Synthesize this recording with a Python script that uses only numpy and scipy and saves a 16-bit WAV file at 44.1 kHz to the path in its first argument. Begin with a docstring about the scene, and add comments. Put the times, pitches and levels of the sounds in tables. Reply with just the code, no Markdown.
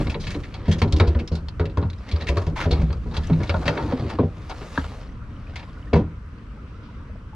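"""Thuds and hard clacks: boots and an empty plastic drum on a small aluminium boat, close to the microphone.
Heavy contacts are decaying sines and noise for deck, hollow and hull; hard edges are short noise bursts
with a ring; dragging is patchy noise and humming hull modes, and the drum's rim rasps once.
Behind them lie low rumble, far rushing and hiss (coloured noise), lapping (rising sine blips), wind on
the microphone ports and, once all stands still, a faint rustle."""
import sys
import numpy as np
from scipy import signal
from scipy.fft import rfft, irfft, next_fast_len
from scipy.io import wavfile
from scipy.ndimage import uniform_filter1d, map_coordinates

SR = 44100
rng = np.random.default_rng(int(sys.argv[2]) if len(sys.argv) > 2 else 0)


def generate_wav(signal):
    """Clip the signal to [-1, 1] and save it as 16-bit WAV at the path in sys.argv[1]."""
    frames = np.transpose(np.atleast_2d(signal))
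    scaled = np.clip(frames, -1, 1) * 32767
    pcm = np.round(scaled).astype(np.int16)
    wavfile.write(sys.argv[1], SR, pcm)


N = 324135

# hull modes: f/Hz, relative level/dB, free decay t60/s
HULL = [(160.43, 0.5, 0.25), (352, -13.5, 0.18), (416.7, -7, 0.12), (476.1, -9, 0.17), (566.2, -11, 0.15),
        (682.4, -16.5, 0.12), (778, -23.5, 0.21), (970, -15, 0.085)]
# left-right likeness of far sound: f/Hz, likeness
ALIKE_AIR = [(60, 1), (150, 1), (370, 0.94), (910, 0.62), (2240, 0.19), (5500, 0.42), (9000, .2),
             (13000, .4)]
# left-right likeness of sound close by: f/Hz, likeness
ALIKE_NEAR = [(60, 0.88), (150, 1), (370, 0.95), (910, 0.98), (2240, 0.97), (5500, 0.66), (9000, 0.1),
              (13000, 0.36)]


def amp(db):
    """dB to gain."""
    return 10 ** (np.asarray(db) / 20)


def unit(x):
    """Scaled to rms 1."""
    return x / np.sqrt(np.mean(x ** 2) + 1e-20)


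def along(points, hz):
    """Values of (Hz, value) points, joined on a log frequency axis."""
    f, v = np.transpose(points)
    return np.interp(np.log(hz + 1), np.log(f + 1), v)


def bump(hz, centre, half_width, top_db):
    """A resonance hump in dB, half as high one half-width (Hz) off its centre."""
    return top_db / (1 + ((hz - centre) / half_width) ** 2)


def curves(rows):
    """One value per sample for each column after the time."""
    s, *cols = np.transpose(rows)
    return [np.interp(np.arange(N) / SR, s, c) for c in cols]


def wobble(rate):
    """A smooth random curve over the whole scene, rate knots a second."""
    knots = rng.standard_normal(int(N * rate / SR) + 4)
    return map_coordinates(knots, [np.arange(N) * rate / SR])


def jagged(t, rate):
    """Random knots joined by straight lines over the times t, rate knots a second."""
    knots = rng.standard_normal(int(t[-1] * rate) + 2)
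    return np.interp(t * rate, np.arange(len(knots)), knots)


def filtered(x, response):
    """x passed through a complex response of frequency."""
    n = x.shape[-1]
    m = next_fast_len(n + 2048)
    return irfft(rfft(x, m) * response(np.fft.rfftfreq(m, 1 / SR)), m)[..., :n]


def stereo(pair, colour_db, alike):
    """Two unrelated noises turned into a coloured left-right pair of rms 1."""
    def mid_side(hz):
        angle = np.arccos(np.clip(along(alike, hz), -1, 1)) / 2
        return amp(colour_db(hz)) * [np.cos(angle), np.sin(angle)]

    mid, side = filtered(pair, mid_side)
    return unit(np.array([mid + side, mid - side]))


def patchy(patchy_db):
    """Two noises whose gain varies in shared random patches of time and frequency."""
    z = signal.stft(rng.standard_normal((2, N)), nperseg=512)[2]
    field = uniform_filter1d(rng.standard_normal(z.shape[1:]), 5, 0)
    field = uniform_filter1d(field, 10, 1)
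    return signal.istft(z * amp(patchy_db * unit(field)), nperseg=512)[1][:, :N]


def place(out, start_s, sound):
    """Adds a short sound to out at its start time."""
    out[:, round(start_s * SR):][:, :sound.shape[-1]] += sound


def far_air():
    """Low rumble and the far band of rushing: noise with slightly wavering level."""
    # colour: f/Hz, relative density/dB
    air = [(24, -53), (40, -1.5), (77, -1), (173, -16), (197, -12.5), (243, -15), (305, -17), (339, -26),
           (474, -24.5), (549, -29), (800, -37.5), (1000, -29), (1300, -27), (1500, -29.5), (1700, -36),
           (2010, -36.5), (3000, -41.5), (3500, -48), (5990, -54.5), (7790, -83.5), (13200, -120)]
    calm = amp(.3 * wobble(1) + .4 * wobble(8)) * patchy(patchy_db=1.5)
    return amp(-36.5) * stereo(calm, lambda hz: along(air, hz), ALIKE_AIR)


def steady_hiss():
    """A very faint, steady treble noise."""
    # colour: f/Hz, relative density/dB
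    hiss = [(4000, -18), (6000, -13.5), (8000, -14), (11000, -23), (13000, -27), (15500, -46.5)]
    return amp(-75.5) * stereo(rng.standard_normal((2, N)), lambda hz: along(hiss, hz), ALIKE_AIR)


def wind():
    """Wind lumps on the microphone ports: low noise that swells and sinks."""
    # buffeting: t/s, level/dB
    strength = [(0, -30.5), (1, -36.5), (2.05, -40), (2.5, -31), (3.4, -30), (3.9, -46), (5.1, -36.5),
                (6.1, -41.5), (6.3, -45.5), (7.35, -40.5)]
    # colour: f/Hz, relative density/dB
    gust = [(10, -39.5), (25, 10), (50, 8), (100, 5.5), (300, -13.5), (1000, -77)]
    buffet = stereo(rng.standard_normal((2, N)), lambda hz: along(gust, hz), [(30, .95)])
    return amp(curves(strength)[0] + 1.5 * wobble(7)) * buffet


def rustle():
    """Faint flickering noise once all stands still."""
    # rustle: t/s, mean level/dB
    stir = [(6.1, -74), (6.34, -75), (6.9, -60), (7, -71), (7.35, -83)]
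    colour = [(1200, -29.0), (2500, -4.0), (5500, -15), (8000, -42.5)]  # f/Hz, relative density/dB
    stir_db = curves([(stir[0][0] - .1, -99), *stir])[0] + 3 * wobble(35)
    return amp(stir_db) * stereo(patchy(patchy_db=1.5), lambda hz: along(colour, hz), ALIKE_AIR)


def lapping():
    """Water laps at the hull: short bubbles with rising pitch, scattered left and right."""
    # single drips and gurgles: t/s, starting f/Hz, level/dB, cycles to the peak
    plips = [(5.073, 4300, -48, 2.5), (5.09, 1900, -48, 5), (5.215, 1320, -44, 7.3),
             (5.365, 2980, -49, 2.8), (5.47, 2420, -43, 3.3), (5.7, 3450, -49, 2.5),
             (5.732, 5000, -52, 2.5), (6.385, 4400, -51, 2.5), (5.53, 1470, -48, 11),
             (5.675, 1020, -44, 5.3), (5.77, 1390, -44, 6.3), (5.827, 2900, -44, 2.7), (5.87, 1750, -45, 9),
             (6.57, 840, -48, 3.5), (6.585, 1270, -44, 5), (6.74, 1260, -47, 14), (6.885, 940, -46, 6.3),
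             (7.095, 604, -44, 2.2), (7.155, 633, -44, 2), (7.33, 850, -41.5, 4.4)]
    out, t = np.zeros((2, N + SR)), np.arange(SR // 16) / SR
    bubbles_per_s, median_hz, spread = 30, 1250, .18
    when, size, pitch = rng.random((round(bubbles_per_s * N / SR), 3)).T
    small_hz = median_hz * np.exp(spread * np.log(pitch / (1 - pitch)) / 2)
    small_db = -61 - 3 * np.log(size + .1)  # few are loud
    small = np.transpose([when * N / SR, small_hz, small_db, np.full(len(when), 5)])
    for s, hz, db, cycles in [*plips, *small]:
        turns, side = hz * t, rng.uniform(.25, .75)
        swell = turns / cycles * np.exp(1 - turns / cycles)
        plip = swell * np.sin(2 * np.pi * turns * (1 + .0015 * turns))
        place(out, s, amp(db) * np.sqrt([[2 * side], [2 - 2 * side]]) * plip)
    return out[:, :N]


def bank(x):
    """Answer of deck and river bank: a noise tail in which each frequency dies at its own speed."""
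    # decay: f/Hz, t60/s
    decay = [(200, 0.098), (1500, 0.12), (8000, 0.058)]
    hz, t, z = signal.stft(rng.standard_normal((2, SR // 2)), SR, nperseg=256)
    fade = amp(-60 * t / along(decay, hz)[:, None])
    tail = signal.istft(z * fade, SR, nperseg=256)[1]
    return signal.fftconvolve(x, tail / np.linalg.norm(tail[0]), axes=1)[:, :N]


def hull_hum():
    """The shifting load drives the hull: uneven noise rings its damped modes."""
    # drive: t/s, hum level/dB
    roll = [(0, -24), (.18, -34.5), (.56, -40), (.85, -25.5), (1.25, -39.5), (1.5, -65), (1.76, -30),
            (1.92, -52), (2.32, -27.5), (2.8, -42), (3.15, -41.5), (3.53, -29), (3.85, -29.5),
            (4.05, -28.5), (4.45, -44.5)]
    # broad low modes that only a dragged load drives: f/Hz, relative level/dB, t60/s
    low_modes = [(72, 6.5, 0.078), (230, -1.5, 0.06), (309.2, 1, 0.094)]

    def hull(f):
        total = 0
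        for k, (centre, db, t60) in enumerate([*low_modes, *HULL]):
            damping = 1j * f * (3 / t60)
            total = total + (-1) ** k * amp(db) * damping / (centre * centre - f * f + damping)
        return total / (1 + (f / 1200) ** 4)  # rubber and plastic push the plate only slowly

    push = amp(11.3 * np.tanh(wobble(24.85))) * rng.standard_normal(N)
    gain = amp(curves([*roll, (roll[-1][0] + .15, -99)])[0])
    return gain * unit(filtered(push, hull))


def drag():
    """Grit rubs and sizzles under a sliding load, cloth swishes and the hull hums."""
    # dragging: t/s, mean rub level/dB, mean swish level/dB
    slide = [(0, -37, -58), (.16, -55, -74), (.35, -51, -66.5), (.64, -48, -79), (.86, -54, -71),
             (1.02, -38.5, -73), (1.32, -65, -80), (1.63, -87, -84), (2.09, -45.5, -75.5),
             (2.37, -45.5, -67), (2.6, -59, -76), (2.77, -40, -67.5), (3, -58.5, -77), (3.2, -48.5, -69),
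             (3.63, -44, -64), (4.14, -41, -69.5), (4.2, -58.5, -82.5), (4.55, -47.5, -66.5),
             (4.78, -42, -60), (5, -47.5, -69), (5.2, -63, -89), (5.59, -50, -77), (5.9, -60.5, -79)]
    # rub of grit: f/Hz, relative density/dB
    rub_colour = [(290, -12.5), (500, 2), (829, -4), (1030, -5), (1200, -2), (1550, -15), (1650, -6.5),
                  (4500, -18), (5850, -31), (9900, -120)]
    # sizzle of grit: f/Hz, relative density/dB
    sizzle_colour = [(2500, -13), (4000, -9.5), (5500, -5.5), (7000, -8), (9000, -40), (12000, -80.5)]
    # swish of cloth: f/Hz, relative density/dB
    swish_colour = [(5000, -23), (7500, -6.5), (10000, -12.5), (13000, -15), (15500, -49)]
    t = np.arange(N) / SR
    moving = np.clip((slide[-1][0] + 0.089 - t) / 0.053, 0, 1)  # everything comes to rest
    rub_gain, treble_gain = moving * amp(curves(slide) + 1.04 * wobble(9.4))  # the load slides in jerks
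    grit = amp(wobble(40) + 2.5 * wobble(400)) * patchy(patchy_db=2)
    rub = stereo(grit, lambda hz: along(rub_colour, hz), ALIKE_NEAR)
    sizzle = stereo(grit, lambda hz: along(sizzle_colour, hz), ALIKE_NEAR)
    swish = stereo(patchy(patchy_db=0.5), lambda hz: along(swish_colour, hz), ALIKE_NEAR)
    treble = amp(6) * sizzle + swish  # sizzle 6 dB over the cloth
    return rub_gain * rub + treble_gain * treble + hull_hum()


def rasp():
    """The drum's rim judders once over the deck; its colour and its ring shift along the stroke."""
    # scrape at the start of the stroke: f/Hz, relative density/dB
    start_colour = [(290, -38), (500, -11), (940, -5), (1250, -8), (2300, -8.5), (6000, -23.5), (8000, -34),
                    (13000, -47), (15500, -77)]
    # scrape at its end: f/Hz, relative density/dB
    end_colour = [(290, -38), (500, -4), (1170, -9), (1550, -6), (2400, -8), (6000, -22), (8000, -37.5),
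                  (13000, -39), (15500, -82)]
    # ring of the rim: t/s into the stroke, f/Hz
    ring_pitch = [(0, 940), (.04, 953), (.06, 1600), (.1, 1240)]
    start_s, lasts_s, rise_s, fall_s = 2.552, 0.08, 0.012, 0.06
    t = np.arange(SR // 4) / SR
    stroke = np.clip(np.minimum(t / rise_s, 1 + (lasts_s - t) / fall_s), 0, 1) ** 2
    done = np.clip(t / lasts_s, 0, 1)
    first = stereo(rng.standard_normal((2, len(t))), lambda hz: along(start_colour, hz), ALIKE_NEAR)
    last = stereo(rng.standard_normal((2, len(t))), lambda hz: along(end_colour, hz), ALIKE_NEAR)
    scrape = np.sqrt(1 - done) * first + np.sqrt(done) * last
    waver = unit(filtered(rng.standard_normal(len(t)), lambda hz: 1 / (1 + (hz / 130) ** 2)))
    turns = np.cumsum(np.interp(t, *np.transpose(ring_pitch))) / SR
    ring = np.sqrt(2) * waver * np.sin(2 * np.pi * turns)
    slips = amp(2.5 * jagged(t, rate=300))  # stick-slip grain
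    level = amp(-33.5 + 4.5 * done)  # swells along the stroke
    out = np.zeros((2, N))
    place(out, start_s, stroke * slips * level * (scrape + amp(-3.5) * ring))
    return out


def edge_noise(n, edge_hz, sizzle_db):
    """Grit under a hard edge: noise standing out at the edge's pitch and at ribs that ring through it."""
    # colour of a clack: f/Hz, relative density/dB
    edge_colour = [(1000, -16.5), (1700, 4.5), (2800, 2.5), (4800, 0.5), (7000, -11.5), (10000, -20.5),
                   (13000, -31.5), (15500, -47)]
    # ribs: mean f/Hz, half-width/Hz
    ribs = [(1250, 70), (1720, 90), (2250, 100), (2650, 110), (3290, 130), (3900, 150), (4500, 170),
            (5200, 190), (6200, 220)]
    scatter = rng.uniform([-1, 0], 1, (len(ribs), 2))

    def colour_db(hz):
        db = along(edge_colour, hz) + along([(4500, 0.005), (6000, sizzle_db)], hz)
        db = db + bump(hz, edge_hz, 0.2 * edge_hz, 6.1)
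        # a small, high edge radiates little far below its pitch
        db = db + along([(.3 * edge_hz, -9), (.55 * edge_hz, 0)], hz)
        for (centre, width), (shift, share) in zip(ribs, scatter):
            db = db + bump(hz, centre * (1 + .03 * shift), width, 9 * share)  # a rib adds at most 9 dB
        return db

    return stereo(rng.standard_normal((2, n)), colour_db, ALIKE_NEAR)


def plate_knock(t, knock_hz, sharpness):
    """The plate under the edge: dull noise around its pitch; a sharp blow rings the panel clearly."""
    # colour of the knock: f/Hz, relative density/dB
    knock_colour = [(150, -35.5), (350, -2), (900, -1.5), (1500, -3.5), (2500, -44.5), (5000, -74.5)]
    colour_db = lambda hz: along(knock_colour, hz) + bump(hz, knock_hz, 0.2 * knock_hz, 6.2)
    dull = stereo(rng.standard_normal((2, len(t))), colour_db, ALIKE_NEAR)
    return dull + amp(-2) * sharpness * np.sin(2 * np.pi * knock_hz * t)


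def clacks():
    """A crack of grit with a short ring of the edge, over a duller, longer knock of the plate."""
    # hard edges; a quick rise clacks, a slow one scuffs: t/s, level/dB, knock re usual/dB, knock f/Hz,
    # sizzle re the usual treble/dB, crack t60/s, rise/s, edge f/Hz
    edges = [(.004, -34, 9.5, 666, -9, 0.053, 0.004, 2230),
             (0.0691, -25, -3, 670, -11, 0.04, 0.00088, 2240),
             (0.096, -25.5, -8, 650, 2.5, 0.11, 0.0026, 2490), (.118, -31, 1, 885, -6, 0.04, .003, 2220),
             (0.1425, -20, -4.5, 1000, -34, 0.044, 0.002, 2230),
             (.196, -37, -16, 616, 6, 0.59, 0.0051, 4270), (0.237, -30, -8, 634, -6, 0.067, 0.0023, 3750),
             (0.2674, -23, -10, 1027, 0.5, 0.1, 0.0015, 2560),
             (0.3027, -27.5, -11, 587, 4, 0.15, 0.0024, 2290),
             (0.344, -28.5, -12, 633, -32, 0.072, 0.00044, 1770),
             (0.4341, -32.5, -11, 1340, -6, 0.12, 0.002, 2080),
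             (0.541, -29, -3, 746, -4, 0.083, 0.00031, 4350),
             (0.6553, -38.5, -2.5, 990, -5, 0.38, 0.00066, 2010),
             (.6799, -33, -3, 608, 1, 0.25, 0.00063, 1760), (0.71, -18.5, -10, 638, 3, 0.11, 0.0078, 3130),
             (.752, -42, -22, 595, -18, .056, .0007, 2460),
             (0.781, -30.5, -24, 1060, 7, 0.13, 0.0035, 2980),
             (0.817, -13.5, -2.5, 916, -4.5, 0.072, 0.00074, 2400),
             (.873, -36.5, -20, 900, -7, 0.061, .006, 4260),
             (.9234, -19, -8, 596, 6.5, 0.061, 0.00063, 3670),
             (0.9625, -26.5, -11, 623, 3, 0.078, 0.0013, 3820),
             (.982, -37, -17, 910, 12, 0.044, .003, 4870),
             (.9976, -13.5, 3.5, 401, -6, 0.074, 0.00099, 2100),
             (1.068, -27, -4, 697, 1, 0.089, 0.007, 4130),
             (1.1491, -33.5, 9, 574, -26, 0.053, 0.0004, 1760),
             (1.1863, -23.5, -5.5, 666, -3, 0.054, 0.016, 2700),
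             (1.275, -28, -21, 704, 1.5, 0.05, 0.0013, 5420), (1.315, -37, 4, 604, -1, 0.23, 0.0027, 5130),
             (1.3503, -31, -7, 603, 7, 0.088, 0.0021, 4100),
             (1.4845, -29.5, -4.5, 986, -1, 0.048, 0.0005, 4160),
             (1.596, -27.5, 8.5, 420, -9, 0.085, 0.00049, 1910),
             (1.6544, -28, -17, 896, -4.5, 0.058, 0.00055, 2590),
             (1.696, -43.5, -13, 900, -6, 0.091, .001, 3670),
             (1.7722, -29.5, 8.5, 1061, -0.5, 0.066, 0.00035, 2120),
             (1.815, -42, -6, 900, 0, 0.039, .001, 3600),
             (1.8257, -36.5, 9.5, 960, -20, 0.083, 0.00062, 2010),
             (1.9, -32.5, -19, 1030, 2, 0.037, 0.00049, 4100),
             (1.931, -39, -24, 900, -1, 0.044, .001, 4090), (1.979, -47, -22, 903, 2, 0.076, 0.0028, 5200),
             (2.0866, -32.5, -26, 990, 2, 0.054, 0.0023, 2070),
             (2.1133, -26.5, -26, 1020, 0, 0.082, 0.0013, 4170),
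             (2.1596, -29, 1.5, 1224, -6, 0.038, .0012, 4660),
             (2.203, -23, -3, 720, -5, 0.054, 0.026, 1910),
             (2.2689, -25.5, -8.5, 1140, -1, 0.16, .0007, 1910),
             (2.2819, -15, -29, 605, 2, 0.061, 0.0072, 2490),
             (2.37, -25.5, 4.5, 1108, 2.5, 0.093, 0.00031, 1586),
             (2.414, -35, 4, 603, 3, 0.082, 0.0045, 1670), (2.466, -32, -1, 904, 3, 0.077, 0.00069, 1960),
             (2.6561, -34.5, 12.5, 660, -8, 0.056, .0006, 2660),
             (2.707, -19.5, -4, 710, -1, 0.13, 0.0046, 4050),
             (2.732, -28, -10, 900, -15, 0.029, 0.0013, 2170),
             (2.8146, -32.5, 3, 600, 4, 0.057, 0.0032, 2600),
             (2.9033, -36.5, 3.5, 890, -28, 0.07, .0008, 1840),
             (2.928, -32, 2.5, 1284, -1, 0.046, 0.00055, 4700),
             (3.108, -41.5, 10, 880, 3, 0.12, 0.0057, 3850), (3.1346, -29, 2, 1006, 0, 0.19, 0.0096, 1700),
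             (3.1626, -19, -5.5, 757, 0.5, 0.056, 0.0069, 3960),
             (3.2328, -38, -13, 1130, 4, 0.18, 0.00077, 1670),
             (3.27, -37, -21, 605, 23, 0.035, 0.00086, 3170),
             (3.2995, -33.5, 10.5, 1010, -32, 0.05, 0.00052, 2030),
             (3.325, -32.5, 0, 910, -15, .08, 0.0078, 2550),
             (3.4024, -36, 6.5, 605, -10, 0.15, .0008, 1740), (3.4294, -28, 0, 624, 3, 0.074, 0.0044, 2310),
             (3.466, -35, -16, 910, 0, 0.11, 0.0059, 3600), (3.494, -17.5, 2, 560, -7, 0.065, 0.0003, 2190),
             (3.5394, -31.5, 17, 624, -18, 0.061, 0.0022, 2230),
             (3.61, -41.5, 17, 710, -18, 0.16, 0.013, 1710),
             (3.6549, -27.5, 7.5, 663, -1.5, 0.33, 0.00087, 2440),
             (3.679, -14, -0.5, 590, -4.5, 0.063, 0.00047, 1970),
             (3.716, -46, 11, 650, -25, 0.021, .001, 1700), (3.77, -21.5, 7, 735, -32, 0.064, 0.006, 2210),
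             (3.788, -39.5, 15, 904, -25, 0.23, 0.0035, 1710),
             (3.875, -37.5, 12, 810, -22, 0.21, .02, 1700),
             (3.921, -28, 5.5, 445, -18, 0.034, 0.0013, 1940),
             (4.087, -25.5, 4.5, 870, 2, 0.081, 0.021, 2680),
             (4.187, -38.5, 20.5, 1054, -30, 0.045, 0.00028, 1260),
             (4.494, -28.5, 4, 744, 7, 0.042, 0.0038, 2900), (4.502, -25, 4.5, 765, -8, 0.057, 0.0087, 740),
             (4.609, -38, 8, 618, -20, 0.12, 0.0082, 2140), (4.75, -34, 1, 1290, -10, 0.13, 0.0064, 1970),
             (4.7755, -22, 12.5, 1650, -30, 0.018, 0.0015, 1180),
             (4.791, -30, 1, 1310, -8, 0.046, 0.0024, 1600), (4.842, -32, 10, 970, -12, 0.019, 0.001, 3640),
             (5.5579, -27.5, -6, 980, -1.5, 0.1, 0.00031, 2230),
             (5.591, -32.5, -4, 950, -2, 0.063, 0.0037, 2690),
             (5.628, -36.5, -2, 986, -10, 0.053, 0.0011, 2500),
             (5.933, -17.5, 3.5, 590, -9, 0.071, 0.00032, 2350),
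             (5.9538, -31, 3, 1015, -3, 0.17, 0.00058, 1730)]
    # the gear is carried to the left: t/s, left re right/dB
    leftward = [(0, 0), (2, 0.5), (3.5, 1), (4.7, 1), (5.9, 0.5)]
    out, t = np.zeros((2, N + SR)), np.arange(SR // 6) / SR
    for s, db, knock_db, knock_hz, sizzle_db, t60, rise, edge_hz in edges:
        t60 = max(t60, .01)
        # the gain makes up for decay during a slow rise
        start = amp(40 * rise / t60) * (1 - np.exp(-(t / max(rise, 1e-4)) ** 2))
        # a slow rise leaves the plate damped, so the knock dies with the scuff
        sharpness = np.exp(-rise / 0.017)
        # sharp first contact, then rattle
        crack = (amp(-60 * t / t60) + 0.2 * amp(-60 * t / 0.0033)) * edge_noise(len(t), edge_hz, sizzle_db)
        ring = amp(-12 - 60 * t / min(0.045, 2.7 * t60)) * np.sin(2 * np.pi * edge_hz * t)
        knock_gain = amp(-8.5 + knock_db - 60 * t / ((1 + 1.21 * sharpness) * t60))
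        knock = knock_gain * plate_knock(t, knock_hz, sharpness)
        rattle = amp(1.5 * jagged(t, rate=222.5))
        place(out, s, amp(db) * start * rattle * (amp(-5.5) * crack + ring + knock))
    return out[:, :N] * amp(curves(leftward)[0] * np.array([[.5], [-.5]]))


def deck_boom(t, level_db, hz):
    """The deck flexes under the weight and keeps swinging faintly afterwards."""
    swell_s = 0.013  # time the deck takes to flex fully
    flex = (t / swell_s * np.exp(1 - t / swell_s)) ** 1.5
    tail = amp(-14.5 - 60 * t) * (1 - np.exp(-t / swell_s))
    return amp(level_db) * (flex + tail) * np.sin(2 * np.pi * hz * t)


def hull_ring(t, low_db, high_db, share):
    """The hull modes ring at new strengths and pitches; upper modes come in beating pairs."""
    hz, level_db, t60 = np.transpose([HULL[0]] + 2 * list(HULL[1:]))[:, :, None]
    upper = hz > 190
    size, pitch, phase = rng.standard_normal((3, len(hz), 1))
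    detuned_hz = hz * (1 + np.where(upper, .015, .008) * pitch)
    swing = np.sin(2 * np.pi * detuned_hz * t + 2 * upper * phase)
    mode_db = np.where(upper, high_db, low_db) + level_db + 2 * size
    return (amp(mode_db - 60 * t / (t60 * share)) * swing).sum(0)


def thumps():
    """Each heavy contact flexes the deck, thuds in a hollow and rings the hull and its dense modes."""
    # heavy contacts: t/s, deck boom level/dB, boom f/Hz, lowest mode level/dB, hollow thud level/dB,
    # thud f/Hz, upper modes level/dB, ring length/free decay times
    contacts = [(.002, -21, 49, -30, -20, 221, -26, 0.76), (.149, -31, 55, -25.5, -28, 207, -27.5, 1.7),
                (0.27, -31.5, 95, -29.5, -28.5, 190, -37, 2.1),
                (0.347, -31, 76.6, -45, -24, 287.6, -25.5, 1.2),
                (.681, -10, 87.7, -13, -13.5, 202, -23.5, 1.4),
                (.817, -10.5, 87.2, -15.5, -13, 221, -17.5, 0.97),
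                (0.859, -15, 98.5, -26, -28, 262, -34, 0.86), (0.926, -10.5, 73.5, -24, -40, 230, -36, 1),
                (1.002, -7, 88.7, -20.5, -18.5, 231, -13.5, 1.4),
                (1.074, -8.5, 73.2, -24.5, -37, 232, -24.5, 1.9),
                (1.152, -10.5, 74.6, -33, -23, 235, -26.5, 1.67),
                (1.208, -28, 86.4, -41, -23, 230, -30, 0.78),
                (1.315, -14.5, 75.7, -19, -25, 212.6, -28, 1.62),
                (1.598, -13, 82.9, -21.5, -28, 263.5, -24.5, 2.16),
                (1.669, -21, 95, -34, -37, 267, -34, 0.99), (1.772, -13, 83.7, -21, -25, 282, -22.5, 1.7),
                (1.827, -21.5, 115, -19, -22.5, 195, -27, 0.66),
                (1.848, -17, 87.5, -32, -28, 220, -37, 1.1), (2.13, -11.5, 78, -36, -54, 219, -38, 8.8),
                (2.29, -14, 67, -23.5, -34, 278, -24, 2.5), (2.365, -16, 94, -30.5, -42, 238, -22, 1.46),
                (2.469, -20, 81.4, -23, -42, 240, -26.5, 1.3),
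                (2.655, -12.5, 84.6, -22, -25, 250, -24, 3.1),
                (2.719, -11, 70.5, -19, -26.5, 280, -24.5, 1.8),
                (2.788, -13.5, 76, -21, -21, 196, -30, 1.1), (2.83, -15, 63, -15, -22, 227, -33, 0.89),
                (2.898, -15, 79.5, -29.5, -41, 242.4, -36, 2.4),
                (3.059, -24.5, 70, -33, -30.5, 230.5, -35, 3.3),
                (3.173, -16.5, 72.8, -26, -47, 320, -36.5, 1.8),
                (3.298, -16.5, 98.4, -31, -16, 255, -21.5, 1.24),
                (3.314, -22, 91.4, -9, -38, 256, -31, 1.27),
                (3.404, -21, 105, -10.5, -21, 195, -27.5, 0.76),
                (3.494, -15.5, 85.7, -38, -34, 232, -33, 1.8), (3.541, -23, 88, -17, -18.5, 194, -28, 0.47),
                (3.576, -19, 67.3, -27.5, -45, 250, -47, 1.5), (3.654, -21, 97, -19, -19, 245, -24, 0.71),
                (3.68, -20.5, 106, -24.5, -25, 287.7, -20, 1.83),
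                (3.768, -40, 107.5, -48, -30, 294.6, -24.5, 1.9),
                (3.921, -29, 106, -21, -29, 248, -16, 0.79),
                (3.931, -35, 100.4, -31, -10.5, 256, -30, 0.66), (4.153, -27, 85, -40, -48, 250, -49, 1),
                (4.187, -16, 89.4, -17, -10.5, 254.5, -12.5, 0.8),
                (4.197, -16, 103, -13.5, -5.5, 252.3, -16, 0.77),
                (4.23, -15.5, 92.7, -14.5, -19, 221, -20, 0.92),
                (4.609, -42, 71.4, -36, -37, 258, -35, 1.3),
                (4.778, -21.5, 78.5, -17.5, -9.5, 270, -29, 0.36),
                (5.93, -11, 84.9, -15.5, -10, 236, -12.5, 1.14),
                (5.956, -13.5, 77.4, -7, -13.5, 212.2, -13, 1.23),
                (5.997, -21.5, 113.8, -14, -19.5, 293.4, -31, 1.1)]
    # dense high modes: f/Hz, relative density/dB
    plate = [(200, -1.5), (350, 12), (700, -2), (1200, -18), (2500, -21.5), (5000, -37.5), (8000, -56.5),
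             (12000, -90.5)]
    out, t = np.zeros((2, N + SR)), np.arange(SR // 3) / SR
    for s, boom_db, boom_hz, low_db, thud_db, thud_hz, high_db, share in contacts:
        share = max(share, .1)  # a boot resting on the plate damps it
        thud_gain = amp(thud_db - 60 * t / (0.19 * share)) * (1 - np.exp(-(t / 0.004) ** 2))
        thud = thud_gain * np.sin(2 * np.pi * thud_hz * t)
        dense = stereo(rng.standard_normal((2, len(t))), lambda hz: along(plate, hz), ALIKE_NEAR)
        wash = amp(high_db - 7 - 60 * t / (.2 * share)) * dense
        onset = 1 - np.exp(-t / 0.0014)
        struck = onset * (thud + hull_ring(t, low_db, high_db, share) + wash)
        place(out, s, deck_boom(t, boom_db, boom_hz) + struck)
    return out[:, :N]


def scene():
    """All sources on two channels, from the far surroundings to the contacts on the deck."""
    background = far_air() + steady_hiss() + wind() + rustle() + lapping()
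    heavy, hard = thumps(), clacks() + rasp()
    answer = bank(amp(-26.5) * heavy + amp(-10.0) * hard)
    return background + answer + drag() + hard + heavy


def record(dry):
    """Two microphone ports: the left hears low sounds slightly later; the extreme treble is cut."""
    # treble loss of the capsules: f/Hz, gain/dB
    capsule = [(10000, -0.5), (13000, -5.5), (15000, -19.5)]
    lag_s, top_hz = 1.5 / SR, 15100

    def ports(hz):
        # half the lag on each side; the phase stays constant above 4 kHz
        phase = np.pi * np.minimum(hz, 4000) * lag_s * np.array([[1], [-1]])
        return amp([[.2], [-.2]]) * np.exp(-1j * phase)

    dry = dry / (1 + np.abs(dry / .75) ** 4) ** .25  # loud peaks round off in the input stage
    return filtered(dry, lambda hz: ports(hz) * amp(along(capsule, hz)) * (hz < top_hz))


dry = scene()
out = record(dry)
generate_wav(out)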